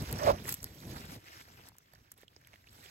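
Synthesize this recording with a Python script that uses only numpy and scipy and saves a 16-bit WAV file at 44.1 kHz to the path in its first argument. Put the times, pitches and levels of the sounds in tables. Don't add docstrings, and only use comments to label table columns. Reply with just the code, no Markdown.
import sys
import numpy as np
from scipy import signal
from scipy.fft import rfft, irfft, next_fast_len
from scipy.io import wavfile
from scipy.ndimage import uniform_filter1d, map_coordinates

SR = 44100
rng = np.random.default_rng(int(sys.argv[2]) if len(sys.argv) > 2 else 0)


def gain_from_db(level_db):
    decades = np.asarray(level_db, float) / 20
    return 10 ** decades


def transcribe(u):
    v = np.clip(np.atleast_2d(u).T, -1, 1)
    q = np.round(v * 32767).astype(np.int16)
    wavfile.write(sys.argv[1], SR, q)


N = 127890


def unit(x):
    return x / np.sqrt(np.mean(x ** 2) + 1e-20)


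def steady(x, span_s):
    return x / np.sqrt(np.abs(uniform_filter1d(x ** 2, round(span_s * SR))) + 1e-20)


def along(points, hz):
    f, v = np.transpose(points)
    return np.interp(np.log(hz + 1), np.log(f + 1), v)


def closed(points):
    below, above = (points[0][0] / 3, -60), (points[-1][0] * 1.5, -60)
    return lambda hz: gain_from_db(along([below] + list(points) + [above], hz))


def wobble(rate):
    knots = rng.standard_normal(int(N * rate / SR) + 4)
    return map_coordinates(knots, [np.arange(N) * rate / SR])


def filtered(x, response):
    m = next_fast_len(N + 8192)
    return irfft(rfft(x, m) * response(np.fft.rfftfreq(m, 1 / SR)), m)[..., :N]


def patchy(patch_db):
    z = signal.stft(rng.standard_normal(N + 512), nperseg=256)[2]
    field = uniform_filter1d(rng.standard_normal(z.shape), 8, 0)
    field = uniform_filter1d(field, 8, 1)
    return unit(signal.istft(z * gain_from_db(patch_db * unit(field)), nperseg=256)[1][:N])


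def crackle(per_s, scatter_db, life_s):
    size_db = scatter_db * np.minimum(rng.exponential(1, N), 3)
    starts = (rng.random(N) < per_s / SR) * gain_from_db(size_db)
    t = np.arange(400) / SR
    envelope = signal.fftconvolve(starts, gain_from_db(-60 * t / life_s))[:N]
    return unit(envelope * rng.standard_normal(N))


def strokes(rows, extra_db=0):
    rise_db, fall_db_per_s = 14, 900
    start, rise, end, db = np.transpose(rows)[:4, :, None]
    t = np.arange(N) / SR
    climb_db = -rise_db * np.clip((start + rise - t) / rise, 0, 9) ** 1.72
    stop_db = -fall_db_per_s * np.clip(t - end, 0, 1)
    return np.sqrt(np.sum(gain_from_db(db + extra_db + climb_db + stop_db) ** 2, axis=0))


def ports(x, pan_db, turn, spread=1):
    # frequency in Hz, lag between the ports in half turns.
    lag_points = [(0, 0), (1100, 1), (2300, 2), (4700, 3), (7450, 4), (9500, 5), (11900, 6), (14450, 7),
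                  (15650, 8), (16100, 9)]
    # frequency in Hz, share of the sound unrelated between the ports.
    loose_share = [(250, 0.087), (900, 0.106), (2200, 0.65), (5500, 1), (7200, 0.0065)]
    # frequency in Hz, share of the left-right level difference.
    case_shadow = [(330, 0.14), (700, 1.54), (2500, 0.76), (5000, 2), (6900, 0.64)]
    f, half_turns = np.transpose(lag_points)
    sides = np.array([[1], [-1]])

    def lag(hz):
        h = np.interp(hz, f, half_turns)
        stepped = h - np.sin(2 * np.pi * h) / (2 * np.pi) * (h > 3)
        return np.exp(.5j * np.pi * turn * stepped * sides)

    def loose(hz):
        return np.clip(spread * along(loose_share, hz), 0, .6)

    z = signal.stft(x, nperseg=128)[2]
    scrambled = z * np.exp(2j * np.pi * rng.random((2,) + z.shape))
    blur = signal.istft(scrambled, nperseg=128)[1][:, :N] * 1.3
    pair = filtered(x, lambda hz: np.sqrt(1 - loose(hz)) * lag(hz))
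    pair = pair + filtered(blur, lambda hz: np.sqrt(loose(hz)))
    shaded = filtered(pair, lambda hz: np.clip(along(case_shadow, hz), 0, 1.5))
    return pair + shaded * (gain_from_db(.5 * sides * pan_db) - 1)


def garden():
    # frequency in Hz, density in dB per Hz.
    hush = [(40, -5), (105, 1.5), (300, -10), (900, -15), (1900, -14.5), (5000, -22.5), (9500, -31),
            (15500, -20.5)]
    air = unit(filtered(patchy(patch_db=2.5), closed(hush)))
    return ports(gain_from_db(-73.5) * air, pan_db=-1.5, turn=1)


def shake():
    # start in seconds, rise in seconds, end in seconds, level in dB.
    grip_moves = [(-.02, 0.016, 0.039, -37), (.07, 0.038, 0.16, -36.5), (.16, 0.018, 0.19, -42.5),
                  (.21, 0.063, 0.34, -36), (.33, .01, 0.38, -50), (.36, .02, 0.43, -47),
                  (.43, 0.024, 0.54, -47.5), (.56, 0.011, 0.74, -56.5), (.61, 0.022, 0.66, -49.5),
                  (.68, 0.043, 0.95, -55), (.82, 0.059, .92, -44.5), (.92, 0.0084, 0.98, -46.5),
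                  (.99, 0.0094, 1.19, -50.5), (1.2, 0.027, 1.44, -66), (1.33, .02, 1.41, -65.5),
                  (1.45, 0.036, 1.6, -61.5), (1.58, 0.023, 1.665, -62.5), (1.69, .02, 1.735, -63.5),
                  (1.74, .02, 1.88, -73.5), (1.92, .03, 2.03, -64), (2.05, .02, 2.32, -72),
                  (2.3, 0.088, 3, -67.5), (2.52, 0.021, 2.5, -54), (2.59, 0.03, 2.2, -65),
                  (2.67, 0.02, 2.82, -66), (2.75, .02, 3.4, -70.5)]
    # frequency in Hz, density in dB per Hz.
    rumble = [(25, -26.5), (60, -2), (100, 1.5), (170, -4), (300, -10.5), (600, -20), (1000, -26.5)]
    still_db, still_hz = -58, 150
    lumps = filtered(rng.standard_normal((2, N)) * gain_from_db(2 * wobble(60)), closed(rumble))
    dull = filtered(lumps, lambda hz: 1 / (1 + (hz / still_hz) ** 4))
    gain = strokes(grip_moves)
    force = np.clip(gain / gain_from_db(still_db), .2, 1)
    mid, side = steady(dull + (lumps - dull) * force, span_s=.045) * gain
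    return mid + 0.11 * np.array([side, -side])


def swish(rows, pan_db, turn):
    # frequency in Hz, density in dB per Hz.
    leaf_body = [(250, -1), (500, -5.5), (1000, -3), (2100, -3), (3500, -10), (6000, -9.5)]
    # frequency in Hz, density in dB per Hz.
    dry_fizz = [(3500, -9), (6000, -13.5), (8000, -13.5), (10000, -14), (12000, -11.5), (14500, -13),
                (16000, -20.5)]

    def rub():
        return patchy(patch_db=3) + 0.49 * crackle(per_s=300, scatter_db=3.5, life_s=0.006)

    clump_db = .3 * wobble(9) + 1.1 * wobble(35)
    body = filtered(rub(), closed(leaf_body))
    fizz = filtered(rub(), closed(dry_fizz)) * gain_from_db(0.53 * wobble(13))
    brightness_db = np.array(rows)[:, 4:]
    brushed = body * strokes(rows) + fizz * strokes(rows, brightness_db)
    return ports(gain_from_db(4.5 + clump_db) * brushed / body.std(), pan_db, turn)


def legs():
    # start in seconds, rise in seconds, end in seconds, level in dB, brightness in dB.
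    right_brushes = [(-.02, 0.018, 0.2, -54.5, -0.5), (.16, 0.04, 0.27, -49, -5.5),
                     (.245, 0.013, 0.32, -47, -5), (.33, 0.01, .43, -58.5, -2),
                     (.43, 0.0603, 0.53, -51, -9), (.545, .01, .84, -66.5, 5.5),
                     (.8, 0.12, 1.008, -56.5, 1), (1.9, 0.038, 2.14, -75.5, -2),
                     (2.16, 0.01, 2.24, -73.5, 1.5), (2.42, 0.12, 2.57, -71, -3.5),
                     (2.57, 0.038, 2.62, -76, -3.5), (2.66, 0.035, 2.67, -66, -2),
                     (2.69, 0.066, 2.86, -68, 5), (2.8, 0.065, 3.04, -62.5, -1.5)]
    # start in seconds, rise in seconds, end in seconds, level in dB, brightness in dB.
    left_brushes = [(.97, .05, 1.165, -58, 0.5), (1.15, 0.011, 1.28, -66, -3),
                    (1.22, 0.068, 1.414, -58.5, -3), (1.4, 0.0087, 1.688, -64, -2),
                    (1.7, .01, 1.75, -73, -4), (1.76, .01, 1.93, -74.5, -4), (2.25, 0.083, 3, -75, -1.5)]
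    return swish(right_brushes, pan_db=-5.5, turn=-1) + swish(left_brushes, pan_db=-0.5, turn=1)


def bright(x, spread):
    # frequency in Hz, density in dB per Hz.
    papery = [(1000, -8), (4000, -12.5), (8000, -1.5), (10000, -1), (12000, 2.5), (14000, -2.5),
              (16000, -7.5)]
    gain = closed(papery)
    overall = np.sqrt(np.mean(gain(np.linspace(0, SR / 2, 500)) ** 2))
    return ports(filtered(x, gain) / overall, pan_db=-0.57, turn=-1, spread=spread)


def blades():
    # time in seconds, peak in dB, length in ms.
    snaps = [(0.0217, -35, 3.2), (0.1126, -33, 2.6), (0.1266, -22.5, 1.7), (0.492, -17.5, 1.8),
             (0.524, -18, 2.6), (0.541, -21, 2.6), (0.546, -31, 3), (0.6293, -30, 2.4), (0.6424, -19, 1.26),
             (0.7599, -55, 2.2), (1.687, -37.5, 2.2), (1.766, -52, 2.3), (1.7835, -38.5, 2.4),
             (2.1167, -36, 4.6), (1.936, -46.5, 1.1), (1.952, -53, 1.5), (2.1395, -50, 2),
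             (2.177, -51.5, 3), (2.183, -53, 2), (2.2058, -59, 1), (2.2142, -46.5, 1.8), (2.413, -57, 2.2),
             (2.4718, -44.5, 2.48), (2.7303, -46, 1.4)]
    dry, t = np.zeros(N), np.arange(600) / SR
    for (s, db, ms), puff in zip(snaps, rng.standard_normal((len(snaps), 600))):
        u = t / (ms / 3000 + 1e-5)
        dry[round(s * SR):][:600] += gain_from_db(db - 8) * u * np.exp(1 - u) * puff
    return bright(dry, spread=14)


def stems():
    # time in seconds, peak in dB, pitch in Hz.
    ticks = [(.1615, -42, 5620), (0.188, -36.5, 5650), (0.2339, -35, 6100), (0.4542, -38, 1920),
             (0.604, -44.5, 5340), (.1266, -36, 4400), (0.6429, -42, 1580), (1.413, -49, 2050),
             (1.5944, -54.5, 2080), (1.7838, -62, 2200), (1.936, -50.5, 1816), (1.9342, -55, 4538),
             (1.95, -52, 4800), (1.9563, -53, 1780), (2.117, -52, 1326), (2.177, -57, 3950),
             (2.1835, -56, 2680), (2.215, -54.5, 1880), (2.2223, -54, 3160), (2.2319, -49.5, 1756),
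             (2.2808, -44.5, 3350), (2.363, -55, 1840), (2.3632, -46.5, 5100), (2.4133, -58.5, 1800),
             (2.4483, -53, 3100), (2.4717, -49, 1900), (2.485, -54, 1800), (2.533, -45.5, 2170),
             (2.5396, -45, 2330), (2.558, -50.5, 1950), (2.559, -54.5, 3700), (2.6422, -56, 1860),
             (2.6713, -48, 2620), (2.6756, -53, 2820), (2.687, -49, 3740), (2.693, -49, 5100),
             (2.7316, -65, 2180), (2.8403, -52, 2030), (2.8601, -47, 2070), (2.861, -47, 3100),
             (2.885, -51, 2300)]
    # time in seconds, peak in dB, pitch in Hz.
    knocks = [(.4556, -46, 500), (1.48, -55, 603), (1.502, -57, 800), (1.595, -54, 900), (1.597, -54, 430),
              (1.655, -56, 1000), (1.668, -57, 700), (1.682, -57, 1000), (1.695, -57, 900),
              (1.719, -57, 950), (1.754, -58, 982), (1.936, -54, 630), (2.186, -59, 450), (2.233, -52, 430),
              (2.234, -57, 800), (2.363, -59, 900), (2.365, -55, 412), (2.537, -55, 684)]
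    tick_t60_s, knock_cycles = .011, 6
    high, low, t = np.zeros(N + 2000), np.zeros(N + 2000), np.arange(2000) / SR
    for (s, db, hz), draw in zip(ticks, rng.standard_normal((len(ticks), 2, 2000))):
        rough = uniform_filter1d(draw[0], size=30) * 5
        puff = 0.2 * uniform_filter1d(draw[1], size=3)
        ring = np.sin(2 * np.pi * hz * t + 0.74 * rough) + puff
        envelope = (1 - np.exp(-t * SR / 10)) * gain_from_db(-60 * t / tick_t60_s)
        high[round(s * SR):][:2000] += gain_from_db(db + 2.5) * envelope * ring
    for s, db, hz in knocks:
        envelope = (1 - np.exp(-3 * t * hz)) * gain_from_db(-60 * t * hz / knock_cycles)
        low[round(s * SR):][:2000] += gain_from_db(db + 8.5) * envelope * np.sin(2 * np.pi * hz * t)
    return ports(high[:N], pan_db=-4, turn=-1, spread=.25) + low[:N] * gain_from_db([[-1.5], [1.5]])


def foliage(x):
    t = np.arange(SR // 8) / SR
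    tail = rng.standard_normal((2, len(t))) * gain_from_db(-60 * t / .03)
    tail = tail / np.linalg.norm(tail[0])
    return x + gain_from_db(-15) * signal.fftconvolve(x, tail, axes=1)[:, :N]


def scrape():
    # start in seconds, rise in seconds, end in seconds, level in dB.
    drags = [
        (.205, 0.031, .25, -32.5),
        (.252, 0.003, 0.28, -35.5),
        (.266, 0.004, 0.305, -22),
        (.316, .005, 0.35, -43.5),
    ]
    # resonance in Hz, width in Hz, level in dB.
    case_modes = [(610, 130, -1), (380, 90, -6), (774, 180, -4.5), (1170, 530, -14.5), (1973, 310, -49)]
    slips_per_s, scatter_db = 615, 1.2
    turns = np.cumsum(slips_per_s / SR * gain_from_db(1.1 * wobble(200)))
    slip_db = scatter_db * (wobble(171.4) + rng.standard_normal(N))
    slips = np.diff(np.floor(turns), prepend=0) * gain_from_db(slip_db)
    drive = unit(slips - slips.mean()) + .6 * rng.standard_normal(N)

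    def case(f):
        total = 0
        for k, (center, width, db) in enumerate(case_modes):
            mode = 1j * f * width / (center * center - f * f + 1j * f * width)
            total = total + (-1) ** k * gain_from_db(db) * mode
        return total

    ring = steady(filtered(drive, case), span_s=.012)
    return ports(ring * strokes(drags), pan_db=-6, turn=-1, spread=.3)


def whip():
    # start in seconds, rise in seconds, end in seconds, level in dB.
    passes = [
        (.435, 0.026, 0.53, -46.5),
        (.475, .012, 0.515, -37),
        (.518, .006, 0.52, -48.5),
        (.62, .008, 0.62, -48.5),
    ]
    rustle = patchy(patch_db=5.5) + .6 * crackle(per_s=1600, scatter_db=13.5, life_s=0.0028)
    return bright(gain_from_db(-1.0) * strokes(passes) * unit(rustle), spread=4.5)


def scene():
    near = foliage(blades() + stems())
    return garden() + shake() + legs() + near + scrape() + whip()


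def thrifty(x):
    weaker_db = np.array([6, 10])[:, None, None]
    paired_hz = 6500
    hz, _, z = signal.stft(np.array([x[0] + x[1], x[0] - x[1]]) / 2, SR, nperseg=1024)
    strength = uniform_filter1d(np.abs(z) ** 2, size=16, axis=1)
    strength = uniform_filter1d(strength, size=3, axis=2)[:, np.arange(513) // 8 * 8]
    margin_db = weaker_db + 6 * uniform_filter1d(rng.standard_normal(z.shape[2]), size=4)
    keep = (strength > strength[::-1] * gain_from_db(-2 * margin_db)) | (hz < paired_hz)[:, None]
    treble = np.sum(np.abs(z[:, hz > paired_hz]) ** 2, axis=(0, 1))
    earlier = np.minimum(np.roll(treble, 1), np.roll(treble, 2))
    keep = keep | (treble > 3.3 * earlier)
    mid, side = signal.istft(z * keep, nperseg=1024)[1][:, :N]
    return np.array([mid + side, mid - side])


def top_cut(x):
    return signal.sosfilt(signal.butter(12, 16440, fs=SR, output="sos"), x)


def record(dry):
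    limited = filtered(dry, lambda hz: np.where(hz < 15850, 1, .12))
    mix = thrifty(limited)
    return top_cut(mix)


dry = scene()
out = record(dry)
transcribe(out)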